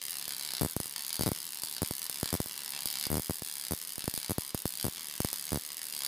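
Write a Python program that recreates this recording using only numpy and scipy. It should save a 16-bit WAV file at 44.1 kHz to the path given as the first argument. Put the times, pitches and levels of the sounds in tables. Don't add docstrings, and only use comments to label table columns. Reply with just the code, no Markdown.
import sys
import numpy as np
from scipy import signal
from scipy.fft import rfft, irfft, next_fast_len
from scipy.io import wavfile

SR = 44100
rng = np.random.default_rng(int(sys.argv[2]) if len(sys.argv) > 2 else 0)


def int16_out(signal):
    q = np.round(np.clip(np.atleast_2d(signal).T, -1, 1) * 32767)
    wavfile.write(sys.argv[1], SR, q.astype(np.int16))


N = 268035


def arc(snaps, spark_db, snap_db, uneven_db, recharge_db, bright_db, snap_tilt_db, tilt_spread_db):
    cold_db, top_dull_db = 2.5, 1.1
    free = firing_times(snaps, jitter=.15)
    times = np.r_[free, snaps[:, 0]]
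    order = np.sort(times)
    height, foot_db, top_db, power, climb_tilt_db, _, _ = climb(times)

    energy_db = (foot_db + (top_db - foot_db) * height ** np.abs(power))[:len(free)]
    energy_db = energy_db + cold_db * coldness(free, snaps)
    charge = np.interp(free, order[1:], np.diff(order)) * spark_rate(free)
    free_db = energy_db + recharge_db * np.log2(charge) + uneven_db * rng.standard_normal(len(free))
    level_db = np.r_[free_db + spark_db, snaps[:, 2] + snap_db]

    tilt_db = bright_db + climb_tilt_db - top_dull_db * height
    tilt_db = tilt_db + tilt_spread_db * rng.standard_normal(len(times))
    tilt_db[len(free):] += snap_tilt_db
    return cracks(times, level_db, tilt_db, base_db=-11.5, terminal_db=-18.5, terminal_lead_ms=0.34,
                  rasp_hz=4390, rasp_width_hz=770, scatter_db=-3, scatter_t60=0.0079, size=512)


def cracks(times, level_db, tilt_db, base_db, terminal_db, terminal_lead_ms,
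           rasp_hz, rasp_width_hz, scatter_db, scatter_t60, size):
    foot_lag_ms = 0.838
    hz, t = np.fft.rfftfreq(size, 1 / SR), np.arange(size) / SR
    height, *_, rasp_db, top_lag_ms = np.array(climb(times))[:, :, None]

    def late(ms):
        return np.exp(-2j * np.pi * hz * ms / 1000)

    lag_ms = foot_lag_ms + (top_lag_ms - foot_lag_ms) * height
    echoes = amp(base_db) * late(lag_ms) + amp(terminal_db) * late(lag_ms - terminal_lead_ms)
    scatter = rng.standard_normal((2, len(times), size)) * np.sqrt(t) * amp(-60 * t / scatter_t60)
    scatter = amp(scatter_db) * rfft(scatter / np.linalg.norm(scatter, axis=2, keepdims=True))

    rasp = rasp_db * height ** 2 * np.exp(-((hz - rasp_hz) / rasp_width_hz) ** 2)
    octaves = np.log2(np.clip(hz, 3000, 16000) / 8000)
    shock_db = level_db[:, None] + tilt_db[:, None] * octaves + rasp
    shock = amp(shock_db) * late(1)
    middle = placed(times - .001, irfft(shock * (1 + echoes + scatter[0])))
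    side = placed(times - .001, irfft(shock * scatter[1]))
    return spread([middle, side])


MISFIRES = [0.962, 1.129, 1.622, 2.018, 3.874, 3.958, 4.577, 5.769, 5.817]


def firing_times(snaps, jitter):
    misfire_s, recharge_s = .024, .005
    resume = np.r_[snaps[:, 0], MISFIRES]
    pause = np.r_[snaps[:, 1] / 1000, np.full(len(MISFIRES), misfire_s)]
    marks = np.sort(np.r_[0, resume - pause, resume, N / SR])
    waits = np.exp(jitter * rng.standard_normal((len(marks), 100)))
    times = []
    for start, end, wait in zip(marks, marks[1:], waits):
        if end - start < recharge_s:
            continue
        middle = (start + end) / 2
        dead = np.any((resume - pause < middle) & (middle < resume))
        count = 1 if dead else max(1, round((end - start) * spark_rate(middle)))
        steps = np.cumsum(wait[:count] / spark_rate(np.linspace(start, end, count, endpoint=False)))
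        times.extend(start + (end - start) * steps / steps[-1])
    times = np.array(times[:-1])
    return times[np.abs(times[:, None] - snaps[:, 0]).min(axis=1) > recharge_s]


def spark_rate(times):
    foot_rate, top_rate = 79, 70
    return foot_rate + (top_rate - foot_rate) * climb(times)[0]


FIRST_CLIMB_S = -.17


def coldness(times, snaps):
    cool_ms, reheat_s = 22, 0.057
    resume = np.sort(np.r_[FIRST_CLIMB_S, snaps[snaps[:, 1] > cool_ms, 0], MISFIRES])
    since = times - resume[np.searchsorted(resume, times + 1 / SR) - 1]
    return np.exp(-since / reheat_s)


# (relative energy at the foot [dB], at the top [dB], power of the height that it follows,
#  relative brightness [dB/octave], rasp at the top [dB], lag of the base echo at the top [ms])
CLIMBS = [(-14, -14, 1.2, -0.56, 7.5, 1.45), (-17, -6, 4.4, 0, 3.5, 1.314),
          (-16.5, -14, 1.96, 0.1, 4.5, 1.325), (-16, -12.5, 1.38, 0.4, 3, 1.3),
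          (-16.5, -9, 1.97, 0, 7.5, 1.47), (-16, -14.5, 0.77, 0.76, 3, 1.345),
          (-17, -14.5, 1.6, 0.5, 3, 1.336), (-17, -10.5, 5.1, 0.7, 3, 1.263),
          (-18, -13, 0.78, -0.5, 0.5, 1.284), (-16.5, -6.5, 5.1, 0.5, 4, 1.318)]


def climb(times):
    edges = np.r_[FIRST_CLIMB_S, np.array(RESTRIKES)[:, 0], N / SR]
    which = np.clip(np.searchsorted(edges, times, side="right") - 1, 0, len(CLIMBS) - 1)
    height = np.clip((times - edges[which]) / np.diff(edges)[which], 0, 1)
    return height, *np.array(CLIMBS)[which].T


# (time [s], pause before [ms], relative spark energy [dB],
#  left swing peak, right swing peak [signed, 1 = full scale])
SNAPS = [(0.2799, 25.4, -14, -0.014, .013), (0.5362, 17, -12.5, .003, 0.0011), (0.765, 31, -13, .104, .104),
         (0.8016, 26.8, -12.5, .051, 0.063), (0.8576, 14, -16.5, 0.0092, -.013),
         (1.1937, 27, -15, .1, -.003), (1.2097, 16, -11.5, .118, 0.089), (1.2224, 13, -10, -.027, -0.0033),
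         (1.2347, 13, -11.5, .108, -.027), (1.3172, 28, -14.5, .105, .105),
         (1.6354, 14.8, -10.5, -0.0059, 0.0013), (1.9096, 23.4, -13.5, .046, 0.081),
         (2.0973, 32, -10.5, .001, -0.0012), (2.2301, 18.6, -12, 0.12, .1),
         (2.258, 14.7, -12.5, -.011, .03), (2.4023, 29.5, -13.5, .12, 0.11),
         (2.4596, 17.7, -18, 0.0043, 0.026), (2.8574, 24.4, -9.5, -0.047, 0.043),
         (3.0676, 13.8, -13.5, -0.0091, 0.068), (3.2965, 14.8, -18, 0.11, 0.093),
         (3.3081, 12, -13.5, 0.073, 0.062), (3.421, 26, -17, 0.032, .035),
         (3.9809, 23.8, -19.5, -.018, 0.053), (4.0415, 20, -16.5, -0.039, 0.0317),
         (4.0786, 22, -13.5, .1, .12), (4.1395, 27.3, -13.5, -0.038, 0.051),
         (4.1767, 14.6, -12.5, -.057, 0.049), (4.3826, 52, -13, .13, 0.098), (4.5466, 41, -13.5, .088, .11),
         (4.6554, 35, -13, .12, 0.11), (5.2034, 24.4, -10.5, 0.11, .12), (5.2474, 14.5, -10.5, .14, .087),
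         (5.33, 16.2, -11, -0.0057, 0.022)]
# (time [s], pause before [ms], snaps [count], first interval [ms], later intervals [ms],
#  relative spark energy [dB], swing peak before the swell [1 = full scale],
#  greatest lean to the left [1 = full scale])
RESTRIKES = [(0.6114, 16, 5, 7, 14.3, -13, 0.1, .12), (1.2615, 26, 4, 6.7, 10.5, -12, .108, 0.074),
             (1.8191, 37, 2, 11.3, 13, -12.5, 0.1, .025), (2.3284, 24, 3, 12, 11.7, -11, 0.1, .045),
             (3.1025, 35, 8, 13.5, 13.15, -14, 0.081, .075), (3.7096, 26, 3, 11.4, 11.5, -14, 0.067, .038),
             (4.2958, 14, 3, 11.8, 10.9, -13.5, 0.083, .002), (4.844, 16, 4, 8.5, 14, -13, 0.082, .07),
             (5.5197, 14, 5, 11, 13.7, -14, 0.087, -.055)]


def hard_snaps():
    crest, sag_db = 0.47, 15.5
    lean_crest, lean_width = 0.29, 0.19
    jitter_ms, uneven_db = 0.97, 0.9
    rows = list(SNAPS)
    for s, pause_ms, count, first_ms, later_ms, energy_db, peak, most_lean in RESTRIKES:
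        for k, (slip, chance) in enumerate(rng.standard_normal((round(count), 2))):
            after_ms = first_ms + later_ms * (k - 1) if k else 0
            if k > 1:
                after_ms += jitter_ms * slip
            share = (k + .5) / round(count)
            swell_db = uneven_db * chance - sag_db * (share - crest) ** 2
            thump = peak * amp(swell_db)
            lean = most_lean * np.exp(-((share - lean_crest) / lean_width) ** 2)
            rows.append((s + after_ms / 1000, 0 if k else pause_ms, energy_db + swell_db,
                         thump + lean, thump - lean))
    return np.array(rows)


def thumps(snaps, kick_s, recover_s, kick_share, tick_db, coupling_hz):
    s, _, energy_db, left, right = snaps.T
    t = np.arange(SR // 20) / SR

    def hump(rise):
        return t / rise * np.exp(1 - t / rise)

    def coupled(x):
        return signal.lfilter(*signal.butter(2, coupling_hz, "high", fs=SR), x)

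    kick = -coupled(hump(kick_s) ** 2)
    swing = coupled(hump(recover_s)) + kick_share * kick
    swing = swing / swing.max()
    ticks = amp(energy_db + tick_db)[:, None] * kick
    return np.array([placed(s, ticks + peak[:, None] * swing) for peak in (left, right)])


# (frequency [Hz], relative level [dB])
CLICK = [(40, -39.5), (160, -11), (550, -17.5), (1000, -10.5), (2000, -8), (4000, -3.5), (6500, -4),
         (8500, -2), (10200, 2), (12200, -3), (14900, -2), (15500, -17.5), (16300, -39)]
# (centre [Hz], width [Hz], gain [dB])
HOUSING = [(1380, 240, -2.5), (2487, 114, -6.5), (4890, 470, 5.5), (5734, 194, -5.5), (7245, 197, -7)]


def coloured(x, size):
    hz = np.fft.rfftfreq(size, 1 / SR)
    housing_db = sum(db * np.exp(-((hz - centre) / width) ** 2) for centre, width, db in HOUSING)
    ring = causal(amp(along(CLICK, hz) + housing_db), size)
    return signal.fftconvolve(x, ring[None], axes=1)[:, :N]


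# (frequency [Hz], t60 [s])
ROOM = [(150, 0.81), (1000, 0.99), (5000, 0.22), (10000, 0.16), (15000, 0.29)]


def room(x, wet_db, count):
    wall_lag_ms, wall_db, drapes_hz = 5.66, -23, 12000
    wall = amp(wall_db) * filtered(x, lambda hz: np.exp(-2j * np.pi * hz * wall_lag_ms / 1000))

    hz, t, z = signal.stft(rng.standard_normal((count, 2, SR // 2)), SR, nperseg=256)
    decay = amp(-60 * t / along(ROOM, hz)[:, None])
    build_up = 1 - np.exp(-t / 0.00087)
    tails = signal.istft(z * decay * build_up, SR, nperseg=256)[1]

    wet = np.zeros((2, N + SR))
    for tail, span in zip(tails, np.array_split(np.arange(N), count)):
        tail = tail / np.linalg.norm(tail[0])
        answer = signal.fftconvolve(x.mean(axis=0)[None, span], tail, axes=1)
        wet[:, span[0]:span[0] + answer.shape[1]] += answer
    wet = filtered(wet[:, :N], lambda hz: 1 / np.hypot(1, (hz / drapes_hz) ** 3))
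    return wall + amp(wet_db) * spread(wet)


# (frequency [Hz], relative level [dB])
HISS = [(20, -1), (60, -4), (110, -19), (180, -3), (400, 2.5), (1000, -9.5), (4000, 8), (16000, -10)]


def air(level_db):
    noise = filtered(spread(rng.standard_normal((2, N))), lambda hz: amp(along(HISS, hz)))
    return amp(level_db) * noise / noise.std()


# (frequency [Hz], gain of the side signal [dB])
WIDTH = [(500, -4), (2200, -39), (4500, -24), (9000, -15), (14000, -4)]


def spread(pair):
    side = filtered(pair[1], lambda hz: amp(along(WIDTH, hz)))
    return np.array([pair[0] + side, pair[0] - side])


def placed(times, shapes):
    at = np.round(times * SR).astype(int)[:, None] + np.arange(shapes.shape[1])
    return np.bincount(np.maximum(at, 0).ravel(), shapes.ravel(), N)[:N]


def causal(gain, size):
    cepstrum = irfft(np.log(np.maximum(gain, 1e-6)))
    cepstrum[1:size // 2] *= 2
    cepstrum[size // 2 + 1:] = 0
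    ring = irfft(np.exp(rfft(cepstrum)))
    return ring / np.linalg.norm(ring)


def filtered(x, response):
    m = next_fast_len(N + SR // 2)
    return irfft(rfft(x, m) * response(np.fft.rfftfreq(m, 1 / SR)), m)[..., :N]


def along(points, hz):
    f, v = np.transpose(points)
    return np.interp(np.log(hz + 1), np.log(f + 1), v)


def amp(db):
    return 10 ** (np.asarray(db) / 20)


def scene():
    snaps = hard_snaps()
    sparks = arc(snaps, spark_db=-1.38, snap_db=1.6, uneven_db=1.27, recharge_db=2.5,
                 bright_db=0.77, snap_tilt_db=2.5, tilt_spread_db=1.88)
    sound = coloured(sparks + room(sparks, wet_db=-4, count=20), size=4096)
    kicks = thumps(snaps, kick_s=0.00031, recover_s=0.00063, kick_share=0.84, tick_db=-22, coupling_hz=82.0)
    return sound + kicks + air(level_db=-55)


def record(dry):
    return filtered(dry, lambda hz: hz < 16500)


dry = scene()
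out = record(dry)
int16_out(out)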